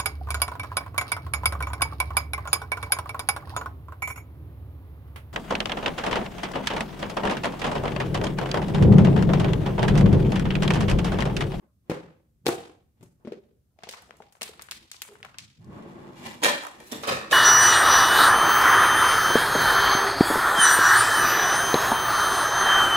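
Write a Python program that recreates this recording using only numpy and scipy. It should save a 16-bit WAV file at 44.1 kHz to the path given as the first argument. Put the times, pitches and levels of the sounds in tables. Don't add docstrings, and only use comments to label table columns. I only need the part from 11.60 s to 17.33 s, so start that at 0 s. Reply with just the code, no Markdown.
import sys
import numpy as np
from scipy import signal
from scipy.fft import rfft, irfft, next_fast_len
from scipy.io import wavfile
from scipy.ndimage import map_coordinates

SR = 44100
rng = np.random.default_rng(int(sys.argv[2]) if len(sys.argv) > 2 else 0)


def transcribe(signal):
    frames = np.atleast_2d(signal).T
    limited = np.clip(frames, -1, 1)
    pcm = np.round(limited * 32767).astype(np.int16)
    wavfile.write(sys.argv[1], SR, pcm)


def elevation(decibels):
    levels = np.asarray(decibels, float)
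    return 10 ** (levels / 20)


N = 252584
LIFE = 4096
ROOMS = 4
FILM_PAN_DB, FAR_PAN_DB = 2.8, -2.5

# (frequency [Hz], level [dB], t60 [s])
FAR_BODY = [(165, -12.5, 0.05), (234, -2.5, 0.097), (260.4, 4, 0.053), (462, 2, 0.1), (533, 13.5, 0.052),
            (568, 4.5, 0.044), (777, -1.5, 0.068), (1140, -7, 0.053), (1270, -3, 0.05)]
# (frequency [Hz], sharpness Q [1], level [dB])
FLAT_RING = [(1000, 14, -2.5), (1290, 36, -2), (1586, 58, 2), (1770, 56, 12), (1850, 63, 12.5),
             (2376, 56, 9.5), (2750, 53, 1), (3270, 21, 6), (3680, 40, -1), (3880, 37, 2), (4170, 53, 3.5),
             (4960, 56, -5), (5830, 89, -4), (6750, 74, 2)]
# (frequency [Hz], sharpness Q [1], level [dB])
RIM_RING = [(760, 30, 2), (1140, 29, 2.4), (1276, 13, 3.4), (1727, 73, 7), (2540, 30, 6.8),
            (3070, 150, 2.7), (3743, 55, 8.9), (4060, 67, 3.6), (4470, 46, 3), (4930, 80.4, 7.7),
            (5790, 100, 3.5)]


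def unit(x):
    return x / np.sqrt(np.mean(x ** 2) + 1e-20)


def along(points, hz, axis=1):
    p = np.transpose(points)
    return np.interp(np.log(hz + 1), np.log(p[0] + 1), p[axis])


def wobble(rate):
    knots = rng.standard_normal(int(N * rate / SR) + 4)
    return map_coordinates(knots, [np.arange(N) * rate / SR])


def filtered(x, response):
    n = x.shape[-1]
    m = next_fast_len(n + LIFE)
    return irfft(rfft(x, m) * response(np.fft.rfftfreq(m, 1 / SR)), m)[..., :n]


def diffuse(pair, gain):
    # (frequency [Hz], correlation [1])
    likeness = [(60, 0.92), (130, 0.87), (290, 0.75), (640, 0.34), (1410, -0.22), (3100, 0.037),
                (6820, 0.02), (15000, -0.12)]
    turn = lambda hz: np.arccos(np.clip(along(likeness, hz), -1, 1)) / 2
    mid, side = filtered(pair, lambda hz: gain(hz) * np.array([np.cos(turn(hz)), np.sin(turn(hz))]))
    return np.array([mid + side, mid - side])


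def resonance(hz, centre_hz, q):
    width = 1j * hz * centre_hz / q
    return width / (centre_hz ** 2 - hz ** 2 + width)


def ringing(modes, flat):
    return lambda hz: flat + sum(elevation(db) * resonance(hz, centre_hz, q) for centre_hz, q, db in modes)


def strokes(rows, rise_db_s, fall_db_s):
    s, hold, *cols = np.transpose(rows)[..., None]
    t = np.arange(N) / SR
    before, after = np.maximum(s - t, 0), np.maximum(t - s - hold, 0)
    shape = elevation(-rise_db_s * before - fall_db_s * after)
    return [(elevation(db) * shape).sum(0) for db in cols]


def contact(row, ring_ms, grows, body, soft_ms, rise_ms, spike, q, alike, trims_db, detune=0.067):
    _, db, knock_db, crack_db, snap_hz = row
    t60_ms = ring_ms * elevation(grows * (db + 33.0))
    t = np.arange(LIFE) / SR
    ms = t * 1000

    shared, own = rng.standard_normal((2, LIFE)), rng.standard_normal((2, 2, LIFE))
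    noise = np.sqrt(np.clip(alike, 0, 1)) * shared[:, None] + np.sqrt(np.clip(1 - alike, 0, 1)) * own
    noise = noise * np.repeat(elevation(rng.normal(0, 4, LIFE // 32)), 32)

    def burst(pair, decay_ms):
        fade = elevation(-60 * ms / max(decay_ms, 1)) * (1 - np.exp(-ms / rise_ms))
        fade = fade * (1 + spike * np.exp(-t / 0.0004))
        return np.vstack([pair * fade, np.linalg.norm(fade) * (t == 0)])

    def snap_tone(hz):
        skirt = resonance(hz, snap_hz, .3) / (1 + 1j * hz / (2.5 * snap_hz + 1500)) ** 2
        return resonance(hz, snap_hz, q) * skirt / (1 + 0.18 * snap_hz / (1j * hz + 1))

    snap = filtered(burst(noise[0], t60_ms), snap_tone)
    crack = filtered(burst(noise[1], 0.8 * t60_ms), lambda hz: resonance(hz, 7800, 0.85) ** 2)
    knock = np.zeros(LIFE)
    for hz, level, t60 in body:
        decay = elevation(level + rng.normal(0, 5.2) - 60 * t / t60)
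        knock += decay * np.sin(2 * np.pi * hz * rng.normal(1, detune) * t)
    knock = np.tile(knock * (1 - np.exp(-ms / soft_ms)), (3, 1))

    parts = zip((snap, knock, crack), (0, knock_db, crack_db), trims_db)
    return sum(elevation(db + rel + trim) * p / np.abs(p[:2]).max() for p, rel, trim in parts)


def contacts(table, order, pan_db, ring=None, **how):
    out = np.zeros((ROOMS, 3, N + LIFE + 64))
    pan = elevation(np.array([[pan_db], [-pan_db], [0]]) / 2)
    lags = max(order, 0), max(-order, 0), 0
    for k, row in enumerate(table):
        sound = contact(row, **how) * pan
        sound = filtered(sound, ring) if ring else sound
        for c, lag in enumerate(lags):
            out[k % ROOMS, c, round(row[0] * SR) + lag:][:LIFE] += sound[c]
    return out[..., :N]


def kitchen(x):
    # (frequency [Hz], t60 [s], level [dB])
    decay = [(99, 0.62, -3.5), (295, 0.49, -6), (1000, 0.45, 0), (3000, 0.47, -1.5), (7300, 0.42, 3.5),
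             (14000, 0.32, 0.5)]
    hz, t, z = signal.stft(rng.standard_normal((2, SR * 3 // 4)), SR, nperseg=256)
    tail = signal.istft(z * elevation(-60 * t / along(decay, hz)[:, None]), SR, nperseg=256)[1]
    n = tail.shape[1]
    tail = tail * np.clip(np.arange(n) / SR / 0.0021 - .3, 0, 1)
    tail = tail * elevation(2.5 * wobble(120)[:n])
    tail = diffuse(tail / np.linalg.norm(tail[0]), lambda f: elevation(along(decay, f, axis=2)))
    return signal.fftconvolve(x[None], tail, axes=1)[:, :N]


def room_tone():
    # (frequency [Hz], density [dB per Hz])
    spectrum = [(12, -51.5), (20, -28), (48, -15.5), (65, -6.5), (86, -7), (258, -20.5), (492, -31),
                (1050, -45.5), (1140, -41.5), (2180, -47), (2890, -47.5), (7510, -46.5), (15200, -44),
                (16500, -51.5)]
    hum = elevation(1.8 * wobble(8.2)) * rng.standard_normal((2, N))
    hiss = elevation(1.0) * rng.standard_normal((2, N))
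    low = lambda hz: 1 / (1 + (hz / 450) ** 4)
    air = filtered(hum, low) + filtered(hiss, lambda hz: 1 - low(hz))
    return elevation(-67.5) * unit(diffuse(air, lambda hz: elevation(along(spectrum, hz))))


def rubbing():
    # (time [s], hold [s], rumble [dB], scrape [dB])
    hand = [(.03, 0.011, -60.5, -91), (.278, 0.017, -66.5, -77), (1.375, 0.044, -77, -80.5),
            (1.61, 0.033, -66, -100), (2.23, 0.013, -66, -63), (2.33, 0.07, -89, -66),
            (2.43, 0.24, -65.5, -70), (2.85, 0.065, -62, -90), (2.96, 0.078, -66, -74),
            (3.11, 0.14, -63, -74), (3.33, 0.096, -74.5, -67.5), (3.5, 0.075, -62.5, -67),
            (3.61, 0.24, -83, -78), (5.15, 0.097, -54.5, -56.5), (5.31, 0.27, -52.5, -52),
            (5.58, 0.18, -50.5, -60)]
    # (time [s], weight [dB], slide [dB])
    drag = [(3.949, -100, -99), (4.02, -62, -69), (4.078, -54, -71), (4.14, -43.5, -61),
            (4.506, -45.5, -61), (4.552, -49, -60), (4.572, -45.5, -51), (4.64, -47.5, -46.5),
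            (4.669, -42.5, -38), (4.82, -53.5, -56.5), (4.9, -110, -110)]
    # (time [s], hold [s], level [dB])
    thuds = [
        (.886, 0.01, -39),
        (1.408, 0.053, -60.5),
        (3.6, 0.28, -62),
        (3.83, 0.0081, -59),
        (3.88, 0.053, -69),
        (4, 0.051, -51),
        (4.085, 0.014, -43),
        (5.355, 0.051, -54.5),
        (5.51, 0.06, -42.5),
        (5.65, 0.087, -67),
    ]
    # (frequency [Hz], density [dB per Hz])
    rumble_hz_db = [(76, -13.5), (130, 0), (251, -0.5), (288, -3.5), (330, 0.5), (522, -8.5), (617, -7),
                    (776, -11), (1120, -12.5), (1300, -16), (1590, -17.5), (5000, -40.5), (6500, -54.5),
                    (11000, -120)]
    scrape_hz_db = [(470, -37), (800, -4.5), (978, -11), (1440, -17.5), (1950, -13), (3650, -19.5),
                    (4990, -20), (12500, -28), (16000, -38)]
    # (frequency [Hz], sharpness Q [1], level [dB])
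    base_hum = [(216, 11, 0), (334, 14, -3.6), (550, 12, -7), (860, 24, -0.5), (1095, 15, 1)]
    slide_ring = [(1022, 17, 7), (1740, 28, 5), (1990, 44, 8), (2343, 35, 8), (2835, 47, 10), (3310, 50, 4),
                  (3500, 37, 7), (3870, 70, 3), (4220, 70, 3), (5400, 110, -2), (7200, 40, 5)]

    s, *drag_db = np.transpose(drag)
    weight, slide = [elevation(np.interp(np.arange(N) / SR, s, db, left=-150)) for db in drag_db]
    rumble_gain, scrape_gain = np.add(strokes(hand, rise_db_s=487, fall_db_s=345), [weight, slide])
    lumps = elevation(.5 * wobble(30) + 1.2 * wobble(150)) * rng.standard_normal((2, N))
    slips = elevation(1.2 * wobble(60) + 3 * wobble(900)) * rng.standard_normal((2, N))
    base, surface = ringing(base_hum, flat=1.1), ringing(slide_ring, flat=1.3)
    rumble = unit(diffuse(lumps, lambda hz: elevation(along(rumble_hz_db, hz)) * base(hz)))
    scrape = unit(diffuse(slips, lambda hz: elevation(along(scrape_hz_db, hz)) * surface(hz)))

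    worktop = lambda hz: resonance(hz, 127, 1.2) ** 2 * np.minimum(hz / 70, 1)
    shudder = unit(diffuse(rng.standard_normal((2, N)), worktop))
    bumps = strokes(thuds, rise_db_s=500, fall_db_s=299.5)[0] + elevation(-14.5) * weight
    return rumble_gain * rumble + scrape_gain * scrape + bumps * shudder


def creaking():
    # (time [s], hold [s], level [dB], pitch [Hz])
    creaks = [
        (0.035, .05, -72.5, 550),
        (0.055, 0.05, -82, 1130),
        (3.491, 0.067, -55.5, 416),
        (3.614, 0.029, -64, 424),
        (4.567, 0.215, -53, 230),
    ]
    pitches_hz = np.array([row[3] for row in creaks])[:, None]
    hums = filtered(rng.standard_normal(N), lambda hz: resonance(hz, pitches_hz, 4.3) ** 2)
    gains = [strokes([row[:3]], rise_db_s=1500, fall_db_s=899.5)[0] for row in creaks]
    return sum(gain * unit(hum) for gain, hum in zip(gains, hums))


def tub_and_clips():
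    # (time [s], snap [dB], knock re snap [dB], crack re snap [dB], snap pitch [Hz])
    hits = [(0.2973, -29.5, 16.5, -6.5, 1690), (0.3037, -29, 5, -15.5, 1850), (0.3154, -26, 9, -24.5, 1064),
            (.8535, -46.5, 2, -7.5, 1465), (0.8582, -26, -8.5, -7, 3084), (0.8652, -12.5, 0, -5.5, 3060),
            (.872, -24.5, -2, -3, 2863), (0.8798, -15.5, -11, -1, 3180), (0.8842, -20.5, 6.5, -6, 754),
            (0.8875, -17, 0.5, -7, 894), (1.0948, -49.5, 8, -29.5, 1005)]
    # (frequency [Hz], level [dB], t60 [s])
    closed_body = [(167, -5, 0.068), (246, 5.5, 0.017), (328, -0.5, 0.05), (404, 1, 0.056),
                   (494, -1.5, 0.055), (704, -4, 0.028)]
    open_body = [(121, -23.5, 0.21), (174, -4.5, 0.039), (234, -3, 0.007), (356, 4.5, 0.038),
                 (410, 2.5, 0.033), (487, -11.5, 0.18), (785, -6.5, 0.051)]
    down = contacts(hits[:3], order=-2, pan_db=1.0, body=closed_body, detune=.025, ring_ms=54, grows=0.015,
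                    soft_ms=0.96, rise_ms=0.17, spike=1.4, q=0.8, alike=0.15, trims_db=(.1, .1, .1))
    clips = contacts(hits[3:], order=-2, pan_db=1.5, body=open_body[2:], ring_ms=33, grows=-.05,
                     soft_ms=0.46, rise_ms=0.66, spike=0.48, q=1.0, alike=0.14, trims_db=(.1, .1, .1))
    return down + clips


def lid_flop():
    # (time [s], snap [dB], knock re snap [dB], crack re snap [dB], snap pitch [Hz])
    flops = [
        (1.4087, -49.5, 2.1, -7, 930),
        (1.4277, -45.5, 1.1, 1, 1000),
        (1.4517, -57.5, 7.7, -11.5, 962),
        (1.6487, -43, 11, -26, 1560),
        (1.6722, -35.5, 10.1, -15, 1210),
        (1.7207, -35, 10.1, -13.5, 1430),
    ]
    # (frequency [Hz], level [dB], t60 [s])
    hinge_body = [(123, 7.5, 0.065), (160, 5.5, 0.076), (218, 3, 0.041), (274, 0.5, 0.077),
                  (368, 2.5, 0.048), (581, -11.5, 0.068), (950, -9.5, 0.029)]
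    lid_body = [(158.5, -9, 0.038), (219.6, -12, 0.038), (230, 11.5, 0.042), (364, 12, 0.036),
                (418.5, 3, 0.049), (446, -3.5, 0.063), (560, -7.5, 0.087)]
    swing = contacts(flops[:3], order=-5, pan_db=2.5, body=hinge_body, ring_ms=100, grows=0.01,
                     soft_ms=4.3, rise_ms=0.72, spike=1.45, q=0.07, alike=0.051, trims_db=(-3, 4, -3))
    landing = contacts(flops[3:], order=-5, pan_db=2.5, body=lid_body, detune=0.034, ring_ms=113, grows=0.0089,
                       soft_ms=2.5, rise_ms=0.28, spike=2.3, q=0.36, alike=0.11, trims_db=(-3, .1, -3))
    return swing + landing


def crinkling():
    # (time [s], hold [s], level [dB])
    folds = [
        (2.175, 0.15, -66),
        (2.33, 0.085, -52),
        (2.46, 0.39, -71),
        (2.86, 0.055, -52.5),
        (3.44, 0.079, -58),
        (3.645, 0.026, -50.5),
    ]
    sizes = elevation(3 * np.minimum(rng.exponential(1, (5, N)), 3.5))
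    ticks = (rng.random((5, N)) < 45 / SR) * sizes * rng.choice([-1, 1], (5, N))
    pitches_hz = np.array([[500], [640], [780], [950], [1300]])
    x = filtered(ticks, lambda hz: resonance(hz, pitches_hz, 5.6) * resonance(hz, pitches_hz, 2.1))
    return elevation(-8.5) * strokes(folds, rise_db_s=269, fall_db_s=254)[0] * unit(x.sum(0))


def film_peel():
    # (time [s], snap [dB], knock re snap [dB], crack re snap [dB], snap pitch [Hz])
    picks = [(2.188, -45.5, 2, -18.5, 2100), (2.2244, -42, -10, -38, 910), (2.2345, -28, -3.5, -27, 2420),
             (2.265, -54, -2, -21, 1000), (2.271, -42, 8.5, -21, 1490), (2.2895, -24, -9, -29, 4000),
             (2.3044, -49, -22, -9, 4170), (2.3106, -32.5, -16, -2.5, 3390), (2.3264, -32, -16, -3, 2820),
             (2.3366, -30, -37, -29, 1280), (2.4214, -49, -11, 11, 960), (2.4937, -51.5, 8, -9, 970),
             (2.5077, -30.5, -12.5, -19, 1320), (2.5391, -52, 4, -25, 969), (2.5684, -57.5, -10, 9, 1130),
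             (2.603, -50.5, 19, -23, 970), (2.6214, -39.5, -6, -15, 1560), (2.724, -51, -26, 7, 2000),
             (2.7521, -45.5, -16, -27, 1010), (2.768, -53, 0, -25, 1500)]
    tears = [(2.811, -24.5, -23, -15, 2540), (2.813, -30, -5, 0, 1470), (2.817, -21.5, -9.5, -1.5, 2720),
             (2.8302, -19, -18, -1, 3830), (2.879, -30.5, -32, -31, 2900), (2.8924, -53.5, 17.5, -15, 939),
             (2.9944, -28, -27, -25, 1430), (3.0133, -39, -16, -2, 2070), (3.021, -32, -16.5, 6, 3700),
             (3.086, -33.5, -29, -27, 1460), (3.111, -18.5, -30, -9, 3770), (3.119, -23, -34, -15, 2130),
             (3.3152, -21.5, -33, -42, 4750), (3.344, -38, -37, -30, 1170), (3.419, -20.5, -23, 1.1, 2740),
             (3.449, -41.5, -21, -30, 1140), (3.4868, -40, -3, -23, 1070), (3.5543, -35.5, -24, -30, 1140),
             (3.603, -43, -12, -13, 950), (3.6292, -24.5, -31.5, -20, 1990),
             (3.6476, -28.5, -15.5, -16.5, 1316), (3.7432, -39, -35, -43, 1300),
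             (3.785, -18, -40, -43, 3300), (4.045, -48, -22, -14, 4600)]
    # (frequency [Hz], level [dB], t60 [s])
    film_body = [(215, -11.5, 0.029), (422, -8.5, 0.033), (508, -6.5, 0.03), (652, -7, 0.036),
                 (758, -1, 0.016)]
    return contacts([*picks, *tears], order=-6, pan_db=FILM_PAN_DB, body=film_body, ring_ms=34.3, grows=0.09,
                    soft_ms=0.93, rise_ms=.15, spike=3.4, q=0.79, alike=0.077, trims_db=(.1, -3, .1))


def fizzing():
    # (time [s], hold [s], level [dB])
    threads = [(2.19, 0.028, -77), (2.25, 0.026, -79), (2.3, .07, -73), (2.44, 0.079, -81),
               (2.63, 0.12, -75), (2.84, 0.057, -69), (3.03, 0.041, -72), (3.13, 0.072, -63),
               (3.33, 0.018, -54), (3.43, 0.066, -61), (3.65, 0.12, -76), (3.8, 0.13, -70)]
    sizes = elevation(5 * np.minimum(rng.exponential(1, (3, 2, N)), 3.5))
    ticks = (rng.random((3, 2, N)) < 220 / SR) * sizes
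    pitches_hz = np.array([2400, 3200, 4700])[:, None, None]
    x = filtered(ticks, lambda hz: resonance(hz, pitches_hz, 5.4) * resonance(hz, pitches_hz, 0.77))
    pan = elevation(np.array([[FILM_PAN_DB], [-FILM_PAN_DB]]) / 2)
    return strokes(threads, rise_db_s=900, fall_db_s=223)[0] * unit(x.sum(0)) * pan


def first_crash():
    # (time [s], snap [dB], knock re snap [dB], crack re snap [dB], snap pitch [Hz])
    hits = [(4.819, -34, 4.5, -4, 2000), (4.825, -25.5, 2, -12, 2500), (4.8318, -11, -25, -3.5, 1030),
            (4.8359, -12, -11.5, -2.5, 2950), (4.844, -8, -12, -4.5, 2330), (4.8512, -10.5, -7, -9.5, 1000),
            (4.8584, -16.5, -7.5, -3, 3030), (4.8702, -25, -3, -19.5, 1800), (4.8815, -17, -7, -15, 1810),
            (4.9529, -36, -31, -24, 1980), (5.2004, -38, -3.5, -1.5, 902)]
    # (frequency [Hz], level [dB], t60 [s])
    crash_body = [(254, -1, 0.06), (291, 8.5, 0.067), (324.6, 5.5, 0.07), (382.6, 1, 0.16),
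                  (486.5, 10.5, 0.059), (592, 6.5, 0.091), (703, 2.5, 0.08), (860, 1, 0.074),
                  (1000, 4, 0.054)]
    return contacts(hits, order=13, pan_db=FAR_PAN_DB, ring=ringing(FLAT_RING, flat=1.03), body=crash_body,
                    detune=0.023, ring_ms=33, grows=.01, soft_ms=2.4, rise_ms=1.33, spike=3.7, q=0.07,
                    alike=0.34, trims_db=(-2.5, -1.5, -3.5))


def settling():
    # (time [s], snap [dB], knock re snap [dB], crack re snap [dB], snap pitch [Hz])
    ticks = [(4.8635, -21, -8.5, -8, 2460), (4.8855, -31, 1, -10, 1770), (4.909, -43.5, -15, -9.5, 1800),
             (4.935, -40, 5, -14, 1850), (5.345, -37, -8, -7.5, 3650), (5.497, -34.5, -6.5, 8, 1300),
             (5.513, -38, 4, -8, 2500), (5.528, -26.5, -4, -12, 1740), (5.537, -27, -11, -10, 2460),
             (5.571, -27.5, -13, -17, 1310), (5.59, -36.5, -5, -12, 2610), (5.612, -30, -21, -15, 1200),
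             (5.632, -33.5, -6, -12, 2600)]
    x = contacts(ticks, order=13, pan_db=FAR_PAN_DB, body=FAR_BODY, ring_ms=10.5, grows=.01, soft_ms=1.0,
                 rise_ms=0.43, spike=2.1, q=1.9, alike=0.48, trims_db=(.1, .1, .1))
    x = filtered(x.sum(0), ringing([*RIM_RING, *FLAT_RING[3:6]], flat=1.12))
    return x[:2] + elevation(-0.5) * kitchen(x[2])


def rattling():
    # (time [s], level [dB])
    beats = [
        (5.025, -33),
        (5.0347, -28),
        (5.049, -30),
        (5.062, -45),
        (5.0668, -26),
    ]
    # (knock re snap [dB], crack re snap [dB], pitch [Hz])
    colour = (-34, -6.5, 950)
    return contacts([(*beat, *colour) for beat in beats], order=13, pan_db=FAR_PAN_DB, body=FAR_BODY, ring_ms=25,
                    grows=.01, soft_ms=0.84, rise_ms=0.58, spike=1.8, q=1.7, alike=0.32, trims_db=(2.5, .1, .1))


def squealing():
    # (time [s], hold [s], level [dB])
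    skids = [
        (5.225, .03, -66),
        (5.27, .035, -52.5),
    ]
    # (frequency [Hz], sharpness Q [1], level [dB])
    rim = [(1860, 25, -6.5), (2580, 25, -1), (4000, 50, 3.5), (5790, 76, -3), (6970, 50, -6),
           (8100, 150, -3), (10000, 120, -2), (12800, 100, -6)]
    rough = elevation(2.1 * wobble(80)) * rng.standard_normal((2, N))
    return strokes(skids, rise_db_s=495, fall_db_s=402)[0] * unit(filtered(rough, ringing(rim, flat=0.26)))


def tumbling():
    # (time [s], snap [dB], knock re snap [dB], crack re snap [dB], snap pitch [Hz])
    hits = [(5.315, -26.5, -28, -8, 3000), (5.3192, -24.5, 0.5, 2.5, 3480), (5.327, -22.5, -3, -10.5, 1050),
            (5.3508, -39, -2, -19, 875), (5.4245, -37, -6, 3.5, 3500), (5.4333, -23, -5, -19, 1230),
            (5.4493, -26, -14, -13, 1260), (5.4715, -20.5, -5, -3, 1300), (5.4785, -17.5, -3, -10, 1170),
            (5.4871, -17.5, -4.5, -13, 1230), (5.5064, -20.5, -1.5, -17, 1930),
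            (5.5209, -21.5, -3, -4, 1130), (5.5458, -29.5, -24, -10, 3680), (5.5572, -37, 6, -19, 2550),
            (5.702, -35.5, -10, -6, 4000), (5.708, -18, -19.5, -18, 2700), (5.7139, -16.5, -7, -3, 925),
            (5.7204, -14, -4, -7.5, 1140)]
    # (frequency [Hz], sharpness Q [1], level [dB])
    dish_ring = [(950, 9.2, 4.1), (1836, 40, 7.4), (3430, 34, 5.7), (3585, 58, 9.9), (4000, 98, 2.6),
                 (5660, 64, 7.7), (7280, 62, 9.2), (10300, 190, 5.2), (12400, 58, 7.1), (14300, 100, 8)]
    # (frequency [Hz], level [dB], t60 [s])
    dish_body = [(117, -20, 0.051), (250, -10, 0.12), (279, -5.5, 0.061), (300, -4, 0.083),
                 (440, -4.5, 0.081), (598, 0.5, 0.049), (660, -5, 0.049)]
    dish = contacts(hits[:4], order=13, pan_db=FAR_PAN_DB, ring=ringing(dish_ring, flat=0.82), body=dish_body,
                    detune=.015, ring_ms=58, grows=.01, soft_ms=1.3, rise_ms=0.89, spike=3.7, q=0.32,
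                    alike=0.3, trims_db=(-2.5, -1.5, -3.5))
    pan = contacts(hits[4:], order=13, pan_db=FAR_PAN_DB, ring=ringing(RIM_RING, flat=1.1), body=FAR_BODY,
                   detune=0.016, ring_ms=68, grows=.01, soft_ms=1.4, rise_ms=2.7, spike=2.0, q=0.1,
                   alike=0.24, trims_db=(-2.5, -1.5, -2.5))
    return dish + pan


def scene():
    tub, lid, film = tub_and_clips(), lid_flop(), film_peel()
    film[0] += crinkling() + creaking()
    clatter, rattle = first_crash() + tumbling(), rattling()

    hollow = lambda hz: 1.13 + elevation(-2) * resonance(hz, 900, 0.83)
    sends = elevation(-5) * filtered(tub[:, 2], hollow) + elevation(-5.5) * lid[:, 2] + elevation(-5.0) * film[:, 2]
    sends = sends + elevation(1.5) * clatter[:, 2] + elevation(-6.0) * rattle[:, 2]
    hits = (tub + lid + film + clatter + rattle)[:, :2].sum(0) + sum(kitchen(x) for x in sends)

    hits = filtered(hits, lambda hz: (1j * hz / 75 / (1 + 1j * hz / 75)) ** 2)
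    return hits + rubbing() + room_tone() + settling() + fizzing() + squealing()


def top_cut(x):
    return signal.sosfilt(signal.butter(12, 16680, fs=SR, output="sos"), x)


def record(dry):
    top = lambda hz: elevation(-32 * np.clip((hz - 15600) / 600, 0, 1))
    return top_cut(filtered(dry, top))


dry = scene()
out = record(dry)
transcribe(out)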